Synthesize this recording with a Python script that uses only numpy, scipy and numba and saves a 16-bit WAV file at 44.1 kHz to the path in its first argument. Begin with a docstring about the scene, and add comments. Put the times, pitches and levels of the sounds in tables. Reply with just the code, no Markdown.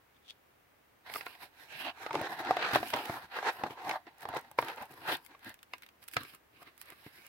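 """In a quiet room, a phone close to a blanket: a hand opens a torn cardboard mailer, slides out a film-wrapped
plastic case and lays both down. Room tone, hiss and a faint hum lie behind. Skin and case scrape the card as
stick-slip noise through its resonances; the card buckles and knocks as decaying modes with cracks; film and
paper edges tick as short treble bursts. A thin scratch comes before the hand; a short room tail follows all."""
import sys
import numpy as np
from scipy import signal
from scipy.fft import rfft, irfft, next_fast_len
from scipy.io import wavfile
from scipy.ndimage import uniform_filter1d
from numba import njit

SR = 44100
rng = np.random.default_rng(int(sys.argv[2]) if len(sys.argv) > 2 else 0)


def master_out(mix):
    """Clip the mix to full scale and print it as 16-bit PCM to the path in sys.argv[1]."""
    frames = np.transpose(np.atleast_2d(mix))
    ceiling = np.clip(frames, -1, 1)
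    pcm = np.round(ceiling * 32767).astype(np.int16)
    wavfile.write(sys.argv[1], SR, pcm)


N = 321045
ALIKE_HZ = 1190  # above this the two microphone ports hear different parts of the card


def undb(db):
    """Decibels to gain."""
    return 10 ** (np.asarray(db) / 20)


def unit(x):
    """Scale to rms 1."""
    return x / np.sqrt(np.mean(x ** 2))


def curve(table):
    """Columns of a table, interpolated to one value a sample."""
    s, *columns = np.transpose(table)
    return [np.interp(np.arange(N) / SR, s, c) for c in columns]


def smooth(ms):
    """Millisecond values to one a sample."""
    return np.interp(np.arange(N) / SR, np.arange(len(ms)) / 1000, ms)


def walk(rate):
    """Random levels held 1 / rate s and slewed; spread near 1."""
    k = int(SR / rate)
    steps = np.repeat(rng.standard_normal(N // k + 1), k)
    return 1.09 * uniform_filter1d(steps, k)[:N]


def band(x, lo_hz, hi_hz, order=2):
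    """Band-pass."""
    return signal.sosfilt(signal.butter(order, [lo_hz, hi_hz], "band", fs=SR, output="sos"), x)


def colour(x, points):
    """Shape dense noise by (Hz, dB) points, nearly silent outside them; rms 1."""
    hz, db = np.transpose(points)
    size = next_fast_len(N, True)
    f = np.arange(size // 2 + 1) * SR / size + 1
    gain = undb(np.interp(np.log(f), np.log(hz), db, -120, -120))
    return unit(irfft(rfft(x, size) * gain, size)[:, :N])


@njit
def svf(x, hz, width):
    """State-variable band-pass whose centre moves."""
    y, b, l = np.empty(len(x)), 0., 0.
    for i in range(len(x)):
        g, k = np.tan(np.pi * hz[i] / SR), width / hz[i]
        v = (b + g * (x[i] - l)) / (1 + g * (g + k))
        b, l, y[i] = 2 * v - b, l + 2 * g * v, k * v
    return y


def resonance(rub, hz, width_hz):
    """A steep moving resonance: two equal band-passes in a row; rms 1."""
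    return unit(np.array([svf(svf(c, hz, width_hz), hz, width_hz) for c in rub]))


def ports(mid, side, alike_hz=ALIKE_HZ):
    """Left and right from two unrelated noises: nearly the same in the bass, unrelated in the treble."""
    high = signal.sosfilt(signal.butter(3, alike_hz, "high", fs=SR, output="sos"), side)
    side = high + 0.11 * side
    return np.array([mid + side, mid - side])


def pan(db):
    """Gains of left and right, from left minus right in dB."""
    return undb(np.array([db, -db]) / 2)


def slips(rate, spread_db, last_s, steady):
    """Envelope of stick-slip: random catches of uneven size that load and let go, over a steady drag."""
    catch = (rng.random(N) < rate / SR) * undb(spread_db * rng.standard_normal(N))
    t = np.arange(-.03, .03, 1 / SR)
    return unit(signal.fftconvolve(catch, np.exp(-np.abs(t) / last_s), "same") + steady)


def swells(s, db, rise_s, fall_s):
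    """Power of each stroke, one value a millisecond: it climbs to its top and drops away."""
    late = np.arange(0, N / SR, .001) - s[:, None]
    far = np.where(late < 0, -late / rise_s[:, None], late / fall_s[:, None])
    # a bend above 1 gives a rounded top and steep ends
    return undb(2 * (db[:, None] - 20 * far ** 1.35))


def add(out, s, sound):
    """Mix a short sound in at time s."""
    i = int(s * SR)
    out[:, i:i + sound.shape[1]] += sound[:, :N - i]


def burst(t, lo_hz, hi_hz, t60, rise_s):
    """A puff of band noise that rises and decays, rms near 1 at its top."""
    shape = (1 - np.exp(-t / rise_s)) * 1000 ** (-t / t60)
    return unit(band(rng.standard_normal((2, len(t))), lo_hz, hi_hz)) * shape / shape.max()


# Room tone and microphone hiss behind everything. Each row: frequency in Hz, relative level in dB per Hz.
ROOM_SPECTRUM = [(20, -21.5), (30, -13), (55, -14), (110, -6), (170, -12), (300, -9.5), (1000, -12.5),
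                 (2200, -15.5), (4000, -25.5), (7500, -31.5), (13000, -27.5), (16500, -23)]
ROOM_DB = -66.8
HUM_HZ, HUM_DB = 73, -81  # centres of its wandering pitch and amplitude


def room():
    """Steady noise of room and microphone, partly alike in the bass, with a faint wavering hum in the house."""
    mid, side = rng.standard_normal((2, N))
    noise = ports(mid, .6 * side, alike_hz=161.7) + .3 * np.array([side, -side])
    tone = colour(noise, ROOM_SPECTRUM)
    hum_hz = HUM_HZ * (1 + 0.055 * walk(9.6))
    hum = np.sin(2 * np.pi * np.cumsum(hum_hz) / SR) * undb(HUM_DB + 2.0 * walk(4))
    return undb(ROOM_DB) * tone + hum


ECHO_DB, ECHO_T60_S = -15, 0.057


def echo(x):
    """Short damped tail of a furnished room: decaying noise, nearly alike at both ports in the bass."""
    t = np.arange(int(.4 * SR)) / SR
    noise = band(ports(*rng.standard_normal((2, len(t)))), 130, 7500, order=1)
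    tail = noise * 1000 ** (-t / ECHO_T60_S) * (t > .004)
    tail = tail / np.sqrt((tail ** 2).sum() / 2)
    return undb(ECHO_DB) * signal.fftconvolve(x, tail, axes=1)[:, :N]


# A faint thin scratch before the hand comes to the mailer.
# Each row: strongest moment in seconds, level in dB, 20 dB rise in seconds, 20 dB fall in seconds.
SCRATCH_STROKES = [(.17, -64, .033, .012), (.26, -66, .03, .1), (.314, -54, .07, .02)]
SCRATCH_HZ = 3400.


def scratch():
    """Short grainy patches: stick-slip noise through a fixed narrow band."""
    grain = slips(200, 5.1, 0.0011, steady=0.57) * rng.standard_normal((2, N))
    rasp = unit(np.array([svf(c, np.full(N, SCRATCH_HZ), 480.0) for c in grain]))
    power = swells(*np.transpose(SCRATCH_STROKES)).sum(axis=0)
    return rasp * smooth(np.sqrt(power))


# Film and paper edges tick close to the microphone.
# Each row: start in seconds, level in dB before a common trim, lower part in dB re that level before its
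# own trim, left minus right in dB.
FILM_TICKS = [(1.1263, -49, -6, -6.0), (1.1378, -30, 7, -6.5), (1.168, -34, -8, -11), (1.261, -38, 0, 2),
              (2.1298, -42, 15, -4.0), (2.152, -36, 17.5, -3), (2.214, -31.5, -1, -2.0),
              (2.4486, -41.5, 14, -0.5), (2.509, -37, 8, 11), (2.5663, -38, 6, -5), (2.7347, -29, 0, 2.0),
              (2.7486, -28.5, 13, -2), (2.76, -28, 5, 3), (2.8744, -39, -5, -1.5), (2.8838, -31, -8, 2),
              (2.9025, -28.5, 2, 3), (2.9367, -40.5, 23.5, -1), (2.962, -29, -1, -2.0),
              (3.0547, -32.5, 1, -7), (3.5299, -42, -8, -0.5), (3.6356, -43, 5, 4), (3.8932, -29.5, 7.5, 0),
              (4.1828, -46, -13, 3), (4.207, -42, 0, 8), (4.2203, -39, -3, 8), (4.288, -34.5, -1, 4),
              (4.347, -38, 1, 1.5), (4.3695, -32.5, 5, 3), (4.3919, -41, -16, -3), (4.411, -43, -13, -0.5),
              (4.5136, -37, -16, 1), (4.588, -31, 1, -2), (4.6155, -33, -14, -3), (4.6468, -36, 1, 0.5),
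              (4.6835, -36, 10, -3), (4.7601, -40.5, -12, -0.5), (4.823, -35, -1, -1.0),
              (4.855, -44, -10, 0), (4.913, -45, -10, 0), (4.921, -45, -10, 0), (4.939, -43, -8, 0),
              (5.077, -38, 7, 7), (5.1682, -36, -12, 4.0), (5.249, -43, -5, 8), (5.2623, -39, -3, 8),
              (5.3926, -50.5, 2, 1), (5.4455, -41, 3, 3.5), (5.4934, -36, -5, 5), (5.5413, -39.5, -1, 0),
              (5.59, -52, 8, 0), (5.6294, -38, 1.5, 0.5), (5.7357, -40, -5.5, -1.5), (5.7813, -44.5, 0, -3),
              (5.8215, -41, 4.5, 0.5), (5.833, -48, 8, 0), (5.863, -45, 5, -1), (5.888, -50, 10, 0),
              (6.027, -50, 6, -11.5), (6.0386, -42, -4, -6), (6.0794, -34, -10, 4), (6.0843, -29, -10, -8),
              (6.113, -40, -3, -4), (6.1357, -31.5, 0, -5), (6.1426, -34, -5, -7), (6.1659, -29.5, 8, 1),
              (6.233, -33.5, -2, -5), (6.348, -37.5, -3, -2), (6.6283, -44, 0, -2.5),
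              (6.7778, -42.5, -5, -8.5), (6.8139, -30, -5, -6), (6.8568, -44, -11, 0), (6.902, -38, -3, -9),
              (7.2654, -36.5, -19, -2.5)]


def ticks():
    """Creases snap: a few milliseconds of treble with a duller part."""
    out, t = np.zeros((2, N)), np.arange(int(.03 * SR)) / SR
    for s, level_db, low_db, pan_db in FILM_TICKS:
        treble = burst(t, 7500, 19845, 0.0076, 0.0016)
        dull = burst(t, 1150, 3380, 0.011, 0.0025)
        snap = treble + undb(low_db - 2) * dull
        add(out, s, undb(level_db - 9.5) * pan(pan_db)[:, None] * snap)
    return out


# The card panel's modes, rubbed or struck. Each row: frequency in Hz before bending, relative level in dB,
# decay as a share of the given ring time.
CARD_MODES = [(127, -8.5, 1.27), (161.5, -5, 0.92), (236, -6.5, 1.1), (317, -5.5, 1.5), (484.6, 1.5, 0.59),
              (645.6, 3, 0.6), (815, -5.5, 0.79), (1111, -0.5, 0.85), (1238, 3, 0.45), (1568, -12.5, 1.9),
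              (2090, 5.5, 0.4), (2537, 0.5, 0.4), (3460, -17, 0.42), (4100, -13, 0.16), (5060, -9, .4)]


def panels(rub, lo_hz, hi_hz, t60, turns_db):
    """Rubbing rings the card's modes; bending shifts each mode and the grip damps it by turns."""
    out = 0
    modes = [m for m in CARD_MODES if lo_hz < m[0] < hi_hz]
    for k, (hz, db, share) in enumerate(modes):
        bent_hz = hz * (1 + 0.0447 * walk(8.3))
        ring = np.array([svf(c, bent_hz, 2.35 / (t60 * share)) for c in rub])
        out = out + (-1) ** k * undb(db + turns_db * walk(18)) * unit(ring)
    return unit(out)


# How the hand holds the mailer, for knocks and scrapes alike. Each row: time in seconds, left minus right
# in dB in the treble, hollow of the mailer in Hz before its wander.
HAND_HOLD = [(1.0, -5, 950), (1.6, -6, 920), (1.85, -7, 740), (2.1, -6, 820), (2.64, 0, 730),
             (2.85, -4, 760), (3.5, -2, 880), (4.15, -5, 870), (4.8, -2.5, 920), (5.3, 0, 980),
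             (5.7, -2, 850), (6.2, -3, 1080), (6.67, -5, 1100), (7.28, -3, 980)]
# The card buckles or is knocked. Each row: start in seconds, level in dB before a common trim, added ring in
# Hz before bending, bass in dB and crack in dB re that level, both before their own trims.
CARD_KNOCKS = [(1.062, -50, 990, -19, 6), (1.148, -40.5, 1290, -18, 0), (1.158, -30.5, 1176, -18, -2),
               (1.098, -44, 900, -20, 2), (1.209, -41, 1350, -22, 9), (1.265, -32, 1300, -29, -2),
               (1.351, -52, 760, -22, 9), (2.063, -29.5, 1220, -39, -2), (2.108, -26.5, 860, -22, -6),
               (2.143, -26.5, 625, -29, -8), (2.154, -24.5, 896, -16, -11), (2.212, -30, 573, -5.5, -7),
               (2.402, -36, 850, -31, -17), (2.47, -31, 790, -25, 0), (2.492, -30, 762, -19, -14),
               (2.508, -18.5, 753, -23, -7.5), (2.568, -25.5, 705, -21, 0), (2.709, -31, 810, -21, -2),
               (2.733, -29, 1580, -4.5, 6), (2.757, -14.5, 630, -21, -5.5), (2.829, -27, 750, -24, -3),
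               (2.937, -24, 753, -9, 0), (3.096, -27, 682, -6, -9), (3.165, -36, 913, -19, -16),
               (3.368, -34, 910, -31, -8), (3.386, -30, 1550, -31, -4), (3.427, -33, 800, -25, -4),
               (3.636, -23, 832, -11, -4.5), (3.663, -31, 734, -25, -15), (3.706, -40, 480, -13, -3),
               (3.896, -31, 834, -25, 2), (3.911, -34, 1040, -26, 9), (4.068, -46, 350, -22, -1),
               (4.253, -30, 853, -15, -6.5), (4.287, -35.5, 950, -14, -12), (4.338, -30, 713, -25, -9),
               (4.365, -28, 555, -13, -2), (4.513, -45, 851, -13, -3.5), (4.587, -16, 954, -33, -5.5),
               (4.625, -27, 936, -32.5, -5), (5.349, -46, 1060, -30, -3), (5.735, -36, 985, -33, 7),
               (6.082, -53, 1360, -19, 14), (6.167, -24, 1260, -9, 8), (6.249, -51, 358, -20, 11),
               (6.625, -53, 1240, -15.5, -12), (6.921, -49.5, 358, -14.5, 3), (7.064, -46, 390, 2.5, -1)]
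RING_T60_S, RING_DB = .032, 5.5  # the added ring: decay, and level on the modes' scale before its random size


def knocks():
    """Each blow rings the card's modes, bent a little, plus the added ring of that grip, and cracks."""
    out, t = np.zeros((2, N)), np.arange(int(.15 * SR)) / SR
    hz, db, share = np.transpose(CARD_MODES)
    hand_s, hand_db, _ = np.transpose(HAND_HOLD)
    fade = 1000 ** (-t / (RING_T60_S * np.append(share, 1)[:, None]))
    give = (1 - np.exp(-t / 0.00058)) ** 2  # the panel takes a moment to give
    for s, level_db, ring_hz, bass_db, crack_db in CARD_KNOCKS:
        bend, size, turn, start = rng.standard_normal((4, len(hz) + 1, 1))
        f = np.append(hz, ring_hz)[:, None] * (1 + 0.044 * bend)
        group_db = np.where(hz < 400, bass_db + 8, np.where(hz > 1500, crack_db, 0))
        gain = undb(np.append(db + group_db, RING_DB)[:, None] + 1.5 * size)
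        # a buckle runs across the panel, so the modes start at uneven phases
        phase = 2 * np.pi * f * t + 0.67 * start
        # high modes reach the ports out of step
        lag = np.clip((f / ALIKE_HZ) ** 3, 0, 2) * turn / 2
        ring = np.array([(gain * fade * np.sin(phase + side * lag)).sum(axis=0) for side in (1, -1)])
        ring = band(ring * give, 70, 9000)
        crack = undb(crack_db - 11) * burst(t, 1200, 3640, .5 * RING_T60_S, 0.0018)
        crack = crack * pan(np.interp(s, hand_s, hand_db))[:, None]
        add(out, s, undb(level_db) * (0.69 * ring + crack))
    return out


# Rasp of the card fibres. Each row: frequency in Hz, relative level in dB per Hz.
FIBRE_SPECTRUM = [(710, -7), (1200, -16), (1580, -1.5), (2070, 1), (2290, -11.5), (3980, -8.5), (6000, -25),
                  (7800, -49.5), (13200, -120)]
# Hiss of the rubbing, above the rasp. Each row: frequency in Hz, relative level in dB per Hz.
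HISS_SPECTRUM = [(2940, -38), (5000, -4.5), (6350, -25), (7940, -15), (12700, -5), (15200, -15.5),
                 (16000, -6)]
# Strokes of skin or case over the card, close to the phone. Each row: strongest moment in seconds, card body
# in dB, 20 dB rise in seconds, 20 dB fall in seconds, flexing bass in dB re body, fibres in dB re body,
# rasp of the torn edge in Hz before its wander, hiss in dB re body.
CARD_STROKES = [(1.071, -52.0, 0.028, 0.361, -14.0, 2.0, 1980.0, -13.5),
                (1.163, -61.0, 0.07, 0.079, 6.0, 10.5, 2020.0, 14.5),
                (1.268, -63.5, 0.025, 0.159, -5.0, 8.0, 2600.0, 4.0),
                (1.428, -51.5, 0.047, 0.058, -9.5, 3.0, 2300.0, -3.5),
                (1.621, -58.5, 0.096, 0.086, -11.0, 5.5, 2180.0, -5.5),
                (1.73, -51.5, 0.058, 0.159, -10.5, 4.5, 2830.0, -15.0),
                (1.814, -63.5, 0.106, 0.09, 5.5, 19.5, 2780.0, 9.0),
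                (1.893, -41.0, 0.15, 0.033, -15.0, -4.0, 2800.0, -27.0),
                (2.031, -45.5, 0.091, 0.12, -16.5, -4.0, 1370.0, -18.0),
                (2.161, -39.5, 0.075, 0.207, -3.0, -6.5, 2200.0, -30.0),
                (2.272, -37.0, 0.116, 0.016, -25.0, -4.0, 1640.0, -32.5),
                (2.327, -40, 0.079, 0.045, -10.5, -4.0, 1670.0, -16.0),
                (2.413, -41.5, 0.075, 0.011, -7.0, -1.5, 1670.0, -14.5),
                (2.502, -36, 0.147, 0.14, -10.5, -7.0, 1660.0, -28.5),
                (2.644, -32.5, 0.11, 0.146, -25.0, -3.0, 1430.0, -32.0),
                (2.755, -33, 0.06, 0.05, -9, 1, 1430.0, -14),
                (2.835, -47.0, 0.61, 0.089, -2.0, -1.0, 1400.0, -21.5),
                (2.908, -50.5, 0.248, 0.033, -12.5, 2.5, 3060.0, 0.0),
                (2.936, -33.5, 0.011, 0.139, -10.5, -8, 3050.0, -23.0),
                (3.032, -57.0, 0.26, 0.116, 2.5, 9, 2900.0, 2.5),
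                (3.165, -42.0, 0.249, 0.07, -8.0, -5.0, 1620.0, -12.5),
                (3.256, -55.5, 0.595, 0.019, -10.5, 0.5, 1620.0, -12.0),
                (3.377, -38.5, 0.074, 0.046, -31.5, -1.5, 1520.0, -20.0),
                (3.49, -28.5, 0.077, 0.026, -33.5, -4.5, 1660.0, -40.5),
                (3.521, -49.5, 0.203, 0.21, -13.5, -4.0, 1530.0, -9.0),
                (3.668, -41.5, 0.121, 0.033, -6.0, -9.0, 1400.0, -30.5),
                (3.71, -44.5, 0.02, 0.054, -3.5, -6.5, 3000.0, -17.5),
                (3.79, -44.5, 0.04, 0.047, -29.5, -11.5, 1400.0, -29.5),
                (3.895, -35.5, 0.107, 0.096, -11.0, -9.0, 2000.0, -21.5),
                (3.964, -37.0, 0.11, 0.016, -28.0, -9.5, 1830.0, -26.5),
                (4.08, -51.5, 0.031, 0.034, -8.0, -5.0, 1810.0, -28.5),
                (4.232, -51.5, 0.055, 0.046, -9.5, -1.5, 1800.0, -10.0),
                (4.296, -44.5, 0.046, 0.051, -3.5, -11.0, 1800.0, -32.5),
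                (4.373, -37.5, 0.076, 0.034, -8, -7.0, 1980.0, -30.0),
                (4.41, -58.0, 0.414, 0.208, -4.0, -2.5, 1900.0, -16.5),
                (4.586, -46.0, 0.011, 0.231, -2, -3.0, 1400.0, -9.0),
                (4.698, -37.0, 0.087, 0.053, -30.0, -7.5, 2180.0, -22.5),
                (4.826, -43.0, 0.091, 0.046, -8, -10.0, 2570.0, -19.0),
                (4.906, -61.0, 0.017, 0.129, 3.0, -2.0, 2600.0, -8.5),
                (5.08, -52.5, 0.302, 0.183, -3.5, -5.5, 1390.0, -9.5),
                (5.1, -35.0, 0.067, 0.071, -24.0, -1.0, 1360.0, -15),
                (5.139, -43.0, 0.062, 0.028, -5.0, 9.5, 3750.0, 0),
                (5.258, -82.0, 0.078, 0.05, -2.5, 12.5, 3000.0, 18.0),
                (5.311, -58.0, 0.038, 0.07, -6.0, -2.5, 1400.0, -29.0),
                (5.479, -53.5, 0.068, 0.059, 1.0, 6.5, 1640.0, -5.0),
                (5.738, -72.0, 0.034, 0.084, 2.0, 12.5, 2570.0, 3.5),
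                (5.833, -75.0, 0.011, 0.019, -5.0, 20.0, 2160.0, 11.0),
                (6.03, -66.5, 0.018, 0.026, -14.5, 8.0, 2160.0, 7.5),
                (6.142, -66, 0.036, 0.022, -4.0, 8.5, 2350.0, 15.5),
                (6.165, -51.5, 0.013, 0.14, 4.0, 3.0, 1530.0, -9.5),
                (6.298, -80.0, 0.269, 0.074, 7.0, 23.0, 2900.0, 20.0),
                (6.339, -56.5, 0.016, 0.031, -5.0, 1.5, 2810.0, -2.5),
                (6.545, -77.0, 0.027, 0.225, 10, 12.0, 2800.0, -1.0),
                (6.632, -55.5, 0.054, 0.011, -9.5, -6.5, 2790.0, -6.5),
                (6.675, -63.0, 0.046, 0.05, -3.0, 5.5, 2160.0, -8.5),
                (6.826, -69.0, 0.051, 0.011, -7.0, 3.5, 1970.0, 14.0),
                (6.93, -61.0, 0.192, 0.023, -11.5, 4.0, 2170.0, -4.0),
                (7.077, -66.5, 0.262, 0.062, -5.0, 8.5, 2100, 3.0),
                (7.143, -65.5, 0.057, 0.398, -6, 8.5, 2400, 1.5)]
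FLEX_SHARE = .65  # share of the rise and fall: the card flexes only through the firm middle of a stroke
RASP_WANDER = .08  # share by which the rasp pitch wanders
BASS_PAN_DB = 3.5  # the left port hears more of the flexing


def scrape():
    """Friction noise in slips rings the hollow and the panels; fibres rasp and hiss above."""
    s, body_db, rise_s, fall_s, bass_db, fibre_db, edge_hz, hiss_db = np.transpose(CARD_STROKES)
    power = swells(s, body_db, rise_s, fall_s)

    def layer(db):
        """Envelope of one layer, from its level re body in each stroke."""
        return smooth(np.sqrt(undb(2 * db) @ power))

    # the stroke with the loudest fibres sets the rasp
    loudest = (undb(2 * fibre_db)[:, None] * power).argmax(axis=0)
    rasp_hz = smooth(edge_hz[loudest]) * (1 + RASP_WANDER * walk(25))
    flex_power = swells(s, body_db + bass_db, FLEX_SHARE * rise_s, FLEX_SHARE * fall_s)
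    flex = smooth(np.sqrt(flex_power.sum(axis=0)))
    hand_db, hollow_hz = curve(HAND_HOLD)
    coarse = slips(70, 3.7, 0.0026, steady=1.7)
    fine = slips(300, 3.1, 0.00056, steady=2.8)

    drag = ports(*(coarse * rng.standard_normal((2, N))))
    hollow = resonance(drag, hollow_hz * (1 + .07 * walk(14)), 380.)
    body = unit(hollow + 0.99 * panels(drag, 400, 1500, t60=.014, turns_db=1.5))
    bass = panels(drag, 50, 400, t60=0.023, turns_db=3.0) * pan(BASS_PAN_DB)[:, None]

    rasp = ports(*(coarse ** .8 * fine * rng.standard_normal((2, N))))
    edge = resonance(rasp, rasp_hz, 900.) * (1800 / rasp_hz) ** .4  # a higher rasp is weaker
    card = panels(rasp, 1500, 6000, t60=0.011, turns_db=3.0)
    fibres = unit(colour(rasp, FIBRE_SPECTRUM) + 0.72 * card + 0.45 * edge)
    hiss = colour(coarse ** 0.48 * fine * rng.standard_normal((2, N)), HISS_SPECTRUM)
    treble = (layer(fibre_db) * fibres + layer(hiss_db) * hiss) * pan(hand_db)
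    return layer(0 * s) * band(body, 330, 3600, order=1) + flex * bass + treble


def scene():
    """Close sounds, their tail, the room."""
    near = scratch() + ticks() + knocks() + scrape()
    return near + echo(near) + room()


def record(dry):
    """Nothing sounds above 15.8 kHz: a steep low-pass."""
    return signal.sosfilt(signal.ellip(10, .2, 60, 15800, fs=SR, output="sos"), dry)


dry = scene()
out = record(dry)
master_out(out)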